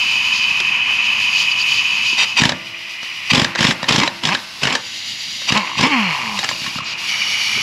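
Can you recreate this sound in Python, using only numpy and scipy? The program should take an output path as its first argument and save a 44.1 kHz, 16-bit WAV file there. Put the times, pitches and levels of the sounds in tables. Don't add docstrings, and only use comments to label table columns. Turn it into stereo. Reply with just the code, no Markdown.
import sys
import numpy as np
from scipy import signal
from scipy.fft import rfft, irfft, next_fast_len
from scipy.io import wavfile
from scipy.ndimage import uniform_filter1d, map_coordinates

SR = 44100
rng = np.random.default_rng(int(sys.argv[2]) if len(sys.argv) > 2 else 0)


def level_to_linear(level):
    exponent = np.asarray(level, float) / 20
    return 10 ** exponent


def to_wav(sig):
    pcm = np.clip(np.atleast_2d(sig), -1, 1) * 32767
    pcm = np.round(pcm).astype(np.int16)
    wavfile.write(sys.argv[1], SR, pcm.T)


N = 336042
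T = np.arange(N) / SR


def unit(x):
    return x / np.sqrt(np.mean(x ** 2) + 1e-20)


def along(points, hz):
    f, v = np.transpose(points)
    return np.interp(np.log(hz + 1), np.log(f + 1), v)


def curves(rows, silent=None):
    s, *columns = np.transpose(rows)
    return np.array([np.interp(T, s, column, silent, silent) for column in columns])


def swells(rows):
    return sum(depth_db * np.exp(-((T - s) / length * 2) ** 4) for s, length, depth_db in rows)


def wobble(rate):
    return map_coordinates(rng.standard_normal(int(N * rate / SR) + 4), [T * rate])


def filtered(x, response):
    m = next_fast_len(N + SR // 2)
    return irfft(rfft(x, m) * response(np.fft.rfftfreq(m, 1 / SR)), m)[..., :N]


def cavities(peaks):
    def response(f):
        return sum((-1) ** k * level_to_linear(db) * 1j * f * width / (hz * hz - f * f + 1j * f * width)
                   for k, (hz, width, db) in enumerate(peaks))
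    return response


def split(x, low_hz, high_hz):
    edges = np.array([[low_hz], [high_hz]])
    low, below = filtered(x, lambda f: 1 / (1 + (f / edges) ** 12))
    return low, below - low, x - below


# t/s, peak level/dB, rim level/dB, ping f/Hz, ping over crack level/dB
JAW_BLOWS = [(2.4115, -2, -15, 2820, 0), (2.4182, -0.5, -7.5, 2870, 1), (2.4359, 1, -15.5, 3500, -4),
             (2.4528, 2, -23, 2780, -8), (3.3338, -4, -4, 3010, -2), (3.348, 0.5, -30, 2550, -3),
             (3.357, -3, -17, 3400, 9), (3.379, -5, -13, 2450, -7), (3.3975, -0.5, -17, 3370, 6.5),
             (3.4177, -2, -13, 5230, -2), (3.607, 1, -13, 2960, -4), (3.6285, 2, -19, 2500, -1),
             (3.6496, -0.5, -6.5, 3050, -7), (3.6694, -1.5, -15, 3450, 8), (3.6888, -11, -10, 2780, -3),
             (3.7093, -2.5, -4, 3440, 2), (3.9027, -10, -15, 2600, -8), (3.908, -0.5, -7.5, 3160, -8),
             (3.924, -1.5, -8, 3520, 3), (3.944, -17, -17, 2800, -4), (3.961, 0, -12, 3470, -8),
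             (3.982, -9, -7, 3030, -3), (3.9999, -1, -9.5, 3500, -10), (4.2531, -0.5, -18, 3300, 5.5),
             (4.2722, -5.5, -12.5, 3520, 5), (4.2884, -6.5, -2, 2780, 8), (4.637, -8, -28, 2960, 9),
             (4.6534, -5, -6, 2960, 5), (4.6723, -3.5, -13, 2800, 6), (4.677, -13.5, -12, 1760, 9),
             (4.7556, -10.5, -6, 1770, 10.5), (5.5224, 1.5, -16, 2800, 0), (5.81, 0.5, -25, 2550, 0)]
# t/s, peak level/dB, rim level/dB, ping f/Hz
SINGLE_BLOWS = [(0.6026, -8.5, -15, 2700), (2.3947, -18, -19, 2770), (2.4928, -1, -10, 3860),
                (2.5202, -12, -1.5, 3640), (3.0296, -16, -8.5, 2340), (3.4458, 0, -9.5, 3800),
                (3.551, -11.5, -3, 2750), (3.557, -6.5, -6, 1610), (3.59, -8, -16, 2550),
                (3.8295, -8.5, -3.5, 3800), (3.842, -18.5, 5, 2610), (3.8863, -3.5, -31, 3040),
                (4.0341, -3, -4, 2800), (4.0764, -5.5, -8, 4100), (4.2367, -7, -36, 3080),
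                (4.33, -11, -12, 2500), (4.349, -3, -6.5, 2980), (4.3905, -30, 10.5, 2820),
                (4.6331, -0.5, -32, 2620), (4.726, -5, -28, 2510), (4.7519, 1, -16.5, 3200),
                (5.4177, -27, 6.5, 1080), (5.503, -24, 3, 2430), (5.5743, -2, -5, 2670),
                (5.7945, -9, -4.5, 2740)]
# t/s, peak level/dB, rim level/dB, ping f/Hz
LOOSE_KNOCKS = [(6.376, -19, -4, 1058), (6.39, -5.5, -3, 1970), (6.43, -15, -4, 794),
                (6.437, -10, -15, 2200), (6.444, -2.5, -23, 7400), (6.49, -3, -13, 2200),
                (6.512, -15, -3, 1060), (6.617, -16, -20, 1910), (6.643, -13, -12, 2410),
                (6.664, -12.5, -7, 1090), (6.786, -10.5, -14, 1275), (6.805, -13.5, -21, 1100),
                (6.832, -19.5, -5, 1230), (7.578, -17, -7, 2200)]
# f/Hz, level/dB, t60/s
ANVIL_MODES = [(1673, -1, 0.04), (3040, 8, 0.019), (4920, 8.5, 0.014), (7000, -18, 0.014)]
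# f/Hz, level/dB, t60/s
RIM_MODES = [(339, 5, 2.5), (506, -10, 1.5), (651, 1, 2.8), (851, -8, 1), (945, -5, 1.2), (1028, -9, .9),
             (1179, -6, 1), (1427, -6, 1.1), (1534, -5, 1.4), (1717, -13, .6), (1766, -8, .6)]
# f/Hz, width/Hz, level/dB
SOCKET_MODES = [(1000, 35, 0), (1782, 52, 0.5), (3800, 75, -3.5), (5260, 130, -24)]


def hammer():
    grip_s, grip_db = 3.6, -4.5
    ping_cycles, hard_hz = 2.56, 2220
    steel = np.zeros(N + SR)
    kicks, taps = np.zeros((2, N))
    t = np.arange(SR // 12) / SR
    burst = (t / 0.0019) * np.exp(1 - t / 0.0021)
    dull = signal.butter(1, 5360, fs=SR)
    contacts = [(*row, 0) for row in SINGLE_BLOWS + LOOSE_KNOCKS] + JAW_BLOWS
    for s, db, rim_db, ping_hz, ping_db in contacts:
        scatter_db = rng.normal(0, 2.5, len(ANVIL_MODES))
        ring = 0
        for (hz, level_db, t60), extra_db in zip(ANVIL_MODES, scatter_db):
            decay = level_to_linear(level_db + extra_db - 60 * t / t60)
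            ring = ring + decay * np.sin(2 * np.pi * hz * rng.normal(1, 0.027) * t)
        swell = t * ping_hz / ping_cycles
        hard = min(ping_hz / hard_hz, 1)
        ping = level_to_linear(ping_db) * 1.53 / hard * swell * np.exp(1 - swell) * np.sin(2 * np.pi * ping_hz * t)
        chatter = rng.standard_normal((2, len(t)))
        rattle = 2.38 * burst * chatter[0] + 0.42 * level_to_linear(-60 * t / 0.2) * chatter[1]
        crack = signal.lfilter(*dull, rattle)
        blow = hard * ((1 - np.exp(-t / 0.0023)) * ring + crack) + ping
        steel[round((s - .001) * SR):][:len(t)] += level_to_linear(db - 14.5) * blow
        kicks[round(s * SR):][:60] = level_to_linear(db + rim_db) * chatter[1, :60] / np.sqrt(60)
        taps[round(s * SR)] = level_to_linear(db + rim_db + grip_db * (s > grip_s))
    bright = filtered(steel[:N], lambda f: 1j * f / (900 + 1j * f))
    ringing = filtered(taps, cavities([(hz, 2.2 / t60, db) for hz, db, t60 in RIM_MODES]))
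    knock = cavities([(567, 92, -3.0), (1000, 74, 5.5), (1825, 236, 1.0)])
    socket = cavities(SOCKET_MODES)
    return bright + level_to_linear(41) * ringing + filtered(kicks, lambda f: level_to_linear(34) * knock(f) + level_to_linear(37.0) * socket(f))


# t/s, peak level/dB
TURN_JOLTS = [(2.41, -2.5), (2.4462, -3.5), (3.3269, -4), (3.3703, -4), (3.412, -5.5), (3.599, -5.5),
              (3.6405, -4), (3.679, -6.5), (3.8991, -7), (3.9372, -7.5), (3.9726, -6), (4.245, -14),
              (4.283, -24), (4.645, -12), (5.513, -7), (5.7999, -9.5)]
# t/s, peak level/dB
SINGLE_JOLTS = [(2.124, -28), (2.393, -17), (2.472, -25), (2.489, -22), (2.5105, -20), (2.522, -20),
                (3.02, -34), (3.31, -10.5), (3.385, -19), (3.5813, -16), (3.6163, -22), (3.697, -22),
                (3.822, -17), (4.0013, -21), (4.0748, -24), (4.231, -20), (4.264, -15), (4.624, -14.5),
                (5.497, -16), (5.7642, -19), (5.7857, -10), (6.441, -26), (6.483, -26), (6.517, -25),
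                (6.609, -24), (6.641, -29), (6.667, -22), (6.751, -17), (6.781, -23), (6.81, -25),
                (7.552, -24), (7.561, -25), (7.597, -29)]


def tyre():
    thuds, t = np.zeros(N + SR), np.arange(SR // 8) / SR
    pulse = np.exp(-((t - .0115) / 0.0026) ** 2)
    tail = 0.033 * np.clip(t / 0.029, 0, 1) * level_to_linear(-60 * t / 0.17)
    swing = (pulse + tail) * (0.13 + np.cos(2 * np.pi * 175 * (t - .0098)))
    for s, db in SINGLE_JOLTS + TURN_JOLTS:
        thuds[round(s * SR):][:len(t)] -= level_to_linear(db) * swing
    return thuds[:N]


# t/s, peak level/dB, f/Hz, rise/cycles
LONE_PINGS = [(.6026, -1, 3200, 0.7), (0.604, -14, 5300, 1.7), (2.128, -29.5, 340, 1), (7.573, -32, 403, 2),
              (0.603, -34, 360, 2.6), (2.496, -18, 1690, 3.7), (2.524, -16.5, 1650, 2.9),
              (3.448, -10.5, 1680, 3.6), (3.7116, -14, 1600, 3.2), (3.841, -20, 1730, 3.4),
              (4.29, -12, 1640, 3.1), (4.351, -14, 1650, 4.3), (.6032, -30, 6800, 4.3),
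              (4.654, -26, 8440, 8), (4.726, -18, 7400, 8), (5.502, -16, 1110, 1.7), (5.63, -20, 1030, 3),
              (5.645, -17.5, 1027, 2.7), (5.6747, -22, 1060, 1.6), (5.699, -21, 1010, 2.1),
              (5.715, -20, 1060, 2.1), (5.732, -21, 1060, 1.6), (5.754, -19.5, 1060, 1.7),
              (5.675, -22, 2700, 4), (5.697, -20, 2130, 3.7), (5.7155, -24, 2900, 3.5),
              (5.755, -24, 2300, 3.6), (5.789, -13, 1060, 1.9), (6.346, -24, 990, 2.7),
              (6.376, -13, 2773, 2.8), (2.437, -6.5, 1750, 3), (6.43, -14, 4350, 2.8),
              (6.4535, -22, 2880, 3.7), (3.589, -12, 2020, 3), (6.504, -21, 7400, 8.9),
              (6.555, -21, 2580, 7.2), (6.632, -21, 2810, 4), (6.682, -20.5, 2820, 5),
              (5.852, -15.5, 898, 7.4), (6.756, -22, 1090, 0.96), (1.516, -17, 4700, 10.5),
              (1.614, -13, 4660, 10.6), (1.749, -21, 4500, 3.8), (5.488, -13, 3020, 4.6),
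              (5.496, -10, 2800, 5), (5.503, -12, 2680, 4), (4.078, -15.5, 3960, 10),
              (4.076, -7.5, 2520, 1.1), (4.033, -13, 3800, 3.9), (4.034, -14, 1050, 1.7),
              (6.39, -21, 7400, 8), (6.843, -33, 7300, 12)]


def pings():
    out, t = np.zeros(N + SR), np.arange(SR // 14) / SR
    for s, db, hz, cycles in LONE_PINGS:
        swell = t * hz / cycles
        out[round(s * SR):][:len(t)] += level_to_linear(db) * swell * np.exp(1 - swell) * np.sin(2 * np.pi * hz * t)
    return out[:N]


# t/s, rise/s, length/s, exhaust level/dB, low share level/dB
TRIGGER_PULLS = [(2.385, 0.014, 0.15, -22.5, -2.5), (3.324, 0.0083, 0.13, -18.5, -1.5),
                 (3.586, 0.011, 0.16, -17.5, -4.5), (3.882, 0.0094, 0.21, -17, -4),
                 (4.217, 0.027, 0.17, -24, -4), (4.613, 0.02, 0.177, -26, 0), (5.481, 0.08, 0.11, -23, 3.5),
                 (5.779, 0.04, 0.11, -21, 0.5)]
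# f/Hz, level/dB per Hz
BLAST_SPECTRUM = [(240, 12.5), (400, 7.5), (738, 0), (928, 9.5), (1470, -4.5), (3410, -9), (4290, -17.5),
                  (5320, -26), (8950, -28), (11500, -39), (15500, -72)]
# f/Hz, width/Hz, level over the blast/dB
NOZZLE_MODES = [(5300, 390, 16), (7400, 83, 10)]


def exhaust():
    sag_db_per_s, boom_db_per_s, shut_s = 44, -12, 0.023
    whistle = cavities(NOZZLE_MODES)

    def colour(f):
        return level_to_linear(along(BLAST_SPECTRUM, f)) * np.hypot(1, abs(whistle(f))) * f ** 2 / (f ** 2 + 200 ** 2)

    low, body, top = split(filtered(rng.standard_normal(N), colour), 1870, 4200)
    upper = (body + top) / np.std(body)
    low = unit(low)
    air = np.zeros(N)
    for s, rise, length, db, low_db in TRIGGER_PULLS:
        since = np.clip(T - s, 0, length)
        opened = np.clip(np.minimum(since / rise, (length - since) / shut_s), 0, 1)
        level_db = db - 1.5 - sag_db_per_s * np.clip(since - rise, 0, length)
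        boom = level_to_linear(low_db + boom_db_per_s * (since - length / 2)) * low
        air += opened * level_to_linear(level_db) * (upper + boom)
    return air * level_to_linear(3 * wobble(110))


# t/s, rise/s, hold/s, level/dB
VALVE_VENTS = [(2.167, 0.018, 0.047, -8.5), (2.231, 0.0026, 0.013, -10.5), (2.357, 0.02, 0.022, -5.5),
               (3.292, 0.015, 0.0095, -5), (3.569, 0.018, 0.0042, -13.5), (3.876, 0.011, 0.0047, -13.5),
               (4.607, 0.011, 0.0049, -20), (5.465, 0.027, 0.0075, -7.5), (5.762, 0.02, 0.0097, -12.5)]
# f/Hz, width/Hz, level/dB
VALVE_MODES = [(1000, 265, -2), (1970, 130, 2), (2550, 180, 8), (3200, 120, 3), (3673, 52, 6.5),
               (4800, 114, 3.5), (5730, 43, 5), (8500, 10400, -11.5)]


def vents():
    opening = 0
    for s, rise, hold, db in VALVE_VENTS:
        corners = np.cumsum([s, rise, hold, 0.0058])
        opening = opening + level_to_linear(db - 5.0) * np.interp(T, corners, [0, 1, 1, 0]) ** 1.37
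    return opening * unit(filtered(rng.standard_normal(N), cavities(VALVE_MODES)))


# t/s, length/s, top vane rate f/Hz, pulse level/dB, hum level/dB
NUT_RACES = [(3.988, 0.069, 318.3, -27.5, -23.5), (4.276, 0.066, 210, -23.5, -28),
             (4.672, 0.0773, 189, -24.5, -37)]


def races():
    loose_hz = 128
    u = np.linspace(0, 1, 7)
    edge_db = 0.5 * (2 * u - 1) ** 2
    rows = []
    for s, length, top_hz, db, hum_db in NUT_RACES:
        rate_hz = loose_hz + (top_hz - loose_hz) * np.sin(u * np.pi / 2)
        rows.append(np.transpose([s + u * length, rate_hz, db - edge_db, hum_db - edge_db]))
    return rows


# t/s, vane rate f/Hz, pulse level/dB, hum level/dB
FREE_SPINS = [
    [(5.535, 141.7, -31, -40), (5.56, 210.6, -20, -22), (5.58, 220.7, -23, -22), (5.62, 184.7, -33, -34),
     (5.655, 163.2, -34.5, -57), (5.72, 125, -31, -53)],
    [(5.822, 165.2, -25, -22), (5.854, 272, -22, -20), (5.895, 314.2, -32, -31),
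     (5.934, 274.7, -21.5, -19.5), (5.998, 219.9, -28.5, -18.5), (6.114, 155.8, -24.5, -30),
     (6.17, 135.6, -28.5, -50), (6.25, 113.2, -29, -51), (6.404, 95, -33.5, -54)],
]
# f/Hz, width/Hz, level/dB
MUFFLER_MODES = [(205, 58, 1), (620, 200, -21), (960, 220, -1), (1170, 190, -3)]
# f/Hz, width/Hz, level/dB
PORT_MODES = [(1090, 230, -36), (2200, 510, 6.5), (3160, 440, -1), (4240, 110, -1)]
# multiple of the vane rate, level over pulse/dB
VANE_OVERTONES = [(2, -22), (3, -20), (4, -18), (5, -22)]


def motor():
    steady_hz = 210
    pulses, hiss, hum = np.zeros((3, N))
    uneven = level_to_linear(.7 * wobble(150))
    sticking = rng.standard_normal(N)
    fades_db = [4 * wobble(14) for _ in VANE_OVERTONES]
    (low_hz, low_width, _), *upper = MUFFLER_MODES
    for rows in races() + FREE_SPINS:
        rate_hz, pulse_db, hum_db = curves(rows)
        running = np.clip(np.minimum(T - rows[0][0], rows[-1][0] - T) / .008, 0, 1)
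        turn = np.cumsum(uniform_filter1d(rate_hz, size=900)) / SR
        since_vane = (turn % 1) / rate_hz
        slow = np.clip(1 - rate_hz / steady_hz, 0, 1)
        limp = level_to_linear(2.5 * np.minimum(4 * slow, 1) * np.cos(2 * np.pi * turn / 3))
        smear = np.exp(-since_vane / 0.0088) * sticking * level_to_linear(7) * (slow + 0.064)
        clicks = np.diff(turn // 1, prepend=0) * np.sqrt(SR / rate_hz) * uneven
        pulses += running * level_to_linear(pulse_db) * limp * ((1 - slow) ** 6.3 * clicks + smear)
        hiss += running * level_to_linear(pulse_db) * np.exp(-since_vane / 0.0019)
        octave = level_to_linear(-32.5) / (1 + ((2 * rate_hz - low_hz) * 2 / low_width) ** 4)
        hum += running * (level_to_linear(hum_db + 3) * np.sin(2 * np.pi * turn) + octave * np.sin(4 * np.pi * turn))
        for (order, db), fade_db in zip(VANE_OVERTONES, fades_db):
            hum += running * level_to_linear(pulse_db + db + fade_db) * np.sin(2 * np.pi * order * turn)
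    hiss *= uneven ** 3 * rng.standard_normal(N)
    puffs = level_to_linear(23.0) * filtered(pulses, cavities(upper)) + level_to_linear(18) * filtered(hiss, cavities(PORT_MODES))
    return puffs, hum


# t/s, flow level/dB, fizz over whistle level/dB (bend of the hose)
LEAK_FLOW = [(0, -18.5, -6.5), (.35, -19, -7), (.8, -17.5, -12), (1.35, -18.5, -8), (2.05, -19.5, -7),
             (2.32, -24.5, -7), (2.5, -34.5, -4.5), (2.93, -31, -5.5), (3.3, -28.5, -3.5), (3.5, -31, -7.5),
             (4.5, -40, 4), (4.9, -34.5, 5.5), (5.3, -34, 8.5), (5.72, -31.5, -1), (5.98, -21.5, -11.5),
             (6.35, -34.5, 5), (7.05, -28, 0), (7.62, -26.5, -2.5)]
# (f/Hz, width/Hz, level/dB)
TOOL_STANCES = [
    (0, [(1000, 100, 11), (1150, 140, 6.5), (2540, 195, 18.5), (2968, 144, 13.5), (3800, 260, -14), (4800, 560, -8.5), (5950, 260, -15), (6660, 370, -14)]),
    (2.45, [(1090, 460, 11), (2000, 220, 13), (2480, 350, 15), (2910, 200, 11.5), (4920, 240, -7), (5800, 150, -11)]),
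    (3.4, [(2200, 1900, -10), (2660, 490, 1), (3770, 170, -21), (4800, 490, -35)]),
    (4.7, [(2120, 330, 3), (2830, 570, 4.5), (3800, 220, -4.5), (4280, 150, -7), (4730, 340, -5), (5830, 270, -11), (6780, 560, -15.5)]),
    (5.9, [(1080, 79, -4), (2470, 420, 9.5), (2830, 105, 10), (3210, 130, -8), (3850, 39, -29), (4670, 370, -12), (5730, 160, -15), (6750, 600, -21.5)]),
    (7.068, [(1246, 97, 6.5), (2310, 310, 13), (2916, 215, 10), (4570, 370, -8), (5640, 490, -9.5), (6560, 170, -15), (11040, 190, -23.5)]),
]
# whole leak level/dB, hollow part over whistle level/dB
STANCE_OPENNESS = [(0.1, -16), (0.1, -14), (0.1, -4.5), (0.1, -14), (0.1, -9), (5, -13)]
# f/Hz, level/dB per Hz
JET_SPECTRUM = [(300, -16), (650, -6), (1000, 3.5), (1600, -1.5), (2100, -0.5), (3400, -14), (5000, -14),
                (7500, -31), (11000, -31), (15500, -52.5)]
# t/s, length/s, change/dB
HOSE_KINKS = [(0.372, 0.1, 5), (0.436, 0.034, 5), (1.055, 0.043, 4.5), (1.25, 0.12, 1), (1.39, 0.12, 4.5),
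              (1.515, 0.024, 3.5), (1.612, 0.049, 4.5), (1.648, 0.018, -3), (1.7, 0.045, 5),
              (1.765, 0.085, 5), (1.95, 0.16, 0.5), (2.1, 0.1, 5), (0.56, 0.41, -0.5), (4.85, 0.23, -3),
              (0.85, 0.34, -1), (6.822, 0.064, -10), (6.96, 0.041, -9.5)]
# t/s, length/s, change/dB
COUPLING_TURNS = [(.15, 0.5, 0), (1.3, 0.5, 1.5), (1.7, 0.14, 5), (2.05, 0.38, 0), (6.88, .2, -10)]


def leak():
    sheen_hz, sheen_surge, sheen_drop = 7550, 0.1, 0.72
    flare_hz, flare_width_hz, flare_grows = 4600, 520, 0.5
    air, whole_db, hollow_db = np.zeros((3, N))
    f = np.arange(0, SR / 2, 5)
    moved = [np.ones(N)] + [np.clip((T - s) / .03, 0, 1) for s, _ in TOOL_STANCES[1:]] + [np.zeros(N)]
    for k, (_, peaks) in enumerate(TOOL_STANCES):
        power = level_to_linear(2 * along(JET_SPECTRUM, f))
        for hz, width, db in peaks:
            power = power + level_to_linear(2 * db) / (1 + ((f - hz) * 2 / max(width, 90)) ** 2) ** 1.57
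        colour = np.sqrt(power)
        held = np.abs(moved[k] - moved[k + 1])
        air += np.sqrt(held) * unit(filtered(rng.standard_normal(N), lambda at: np.interp(at, f, colour)))
        whole_db += held * STANCE_OPENNESS[k][0]
        hollow_db += held * STANCE_OPENNESS[k][1]
    bands = np.array(split(air, 1750, 3377))
    bands /= np.sqrt(np.abs(uniform_filter1d(bands ** 2, size=5000, axis=1)) + 1e-12)
    flow_db, fizz_db = curves(LEAK_FLOW)
    kink_db = swells(HOSE_KINKS)
    sheen = filtered(bands[2], lambda f: 1 - 1 / (1 + (f / sheen_hz) ** 8))
    sheen_db = np.where(kink_db > 0, sheen_surge, sheen_drop) * kink_db + swells(COUPLING_TURNS)
    flare = filtered(bands[2], lambda f: 1 / (1 + ((f - flare_hz) * 2 / flare_width_hz) ** 4))
    bands[2] += (level_to_linear(flare_grows * kink_db) - 1) * flare
    bands[2] = level_to_linear(kink_db) * (bands[2] - sheen) + level_to_linear(sheen_db) * sheen
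    flutter_db = np.array([1.1 * wobble(25), .9 * wobble(40), 1.3 * wobble(22)])
    balance_db = np.array([hollow_db, 0 * T, fizz_db]) + flutter_db
    return level_to_linear(flow_db + whole_db) * np.sum(level_to_linear(balance_db) * bands, axis=0)


# f/Hz, t60/s
CAR_DECAY = [(150, 0.34), (1000, 0.35), (4000, 0.037), (12000, 0.11)]


def car(x):
    hz, t, z = signal.stft(rng.standard_normal(SR // 3), SR, nperseg=256)
    decay = level_to_linear(-60 * t / along(CAR_DECAY, hz)[:, None])
    tail = signal.istft(z * decay, SR, nperseg=256)[1]
    return signal.fftconvolve(np.pad(x, (300, 0)), tail / np.linalg.norm(tail))[:N]


# t/s, level/dB
YARD_LEVEL = [(0.0, -43), (2.63, -44), (2.97, -58), (3.35, -48), (3.48, -41), (3.88, -43), (4.46, -48.5),
              (5.43, -47), (5.9, -44), (6.3, -42.5), (6.98, -45.5), (7.62, -44)]
# f/Hz, level/dB per Hz
RUMBLE_SPECTRUM = [(20, -24), (70, -11.5), (105, 1), (145, -1), (216, 1), (420, -15), (900, -10),
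                   (1320, -120)]


def yard():
    drift_db = wobble(12)
    rumble = filtered(rng.standard_normal(N), lambda f: level_to_linear(along(RUMBLE_SPECTRUM, f)))
    return level_to_linear(curves(YARD_LEVEL)[0] + drift_db) * unit(rumble)


# f/Hz, side minus mid level/dB
STEREO_WIDTH = [(60, -41), (500, -32), (2400, -41.5), (5000, -35.5), (10500, -15.5), (12500, 0.5)]


def scene():
    def shaded(f):
        return 1 / (1 + 1.2j * f / 7000 - (f / 7000) ** 2) ** 2.53 * (1j * f / (70 + 1j * f)) ** 2

    puffs, hum = motor()
    tool = exhaust() + filtered(hammer() + tyre() + puffs + vents(), shaded)
    mid = tool + level_to_linear(-12.5) * car(tool) + hum + leak() + yard() + pings()
    scatter = rng.standard_normal(1600) / 40
    side = filtered(signal.fftconvolve(mid, scatter)[:N], lambda f: level_to_linear(along(STEREO_WIDTH, f)))
    return np.array([mid + side, mid - side])


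def band_limit(x):
    return signal.sosfilt(signal.butter(12, 15680, fs=SR, output="sos"), x)


def record(dry):
    top_hz = 15750
    x = dry / (1 + np.abs(dry / 1.05) ** 6) ** (1 / 6)
    x = filtered(x, lambda f: (1 - 0.99 / (1 + ((f - 8970) / 380) ** 2)) * (f < top_hz))
    return band_limit(x)


dry = scene()
out = record(dry)
to_wav(out)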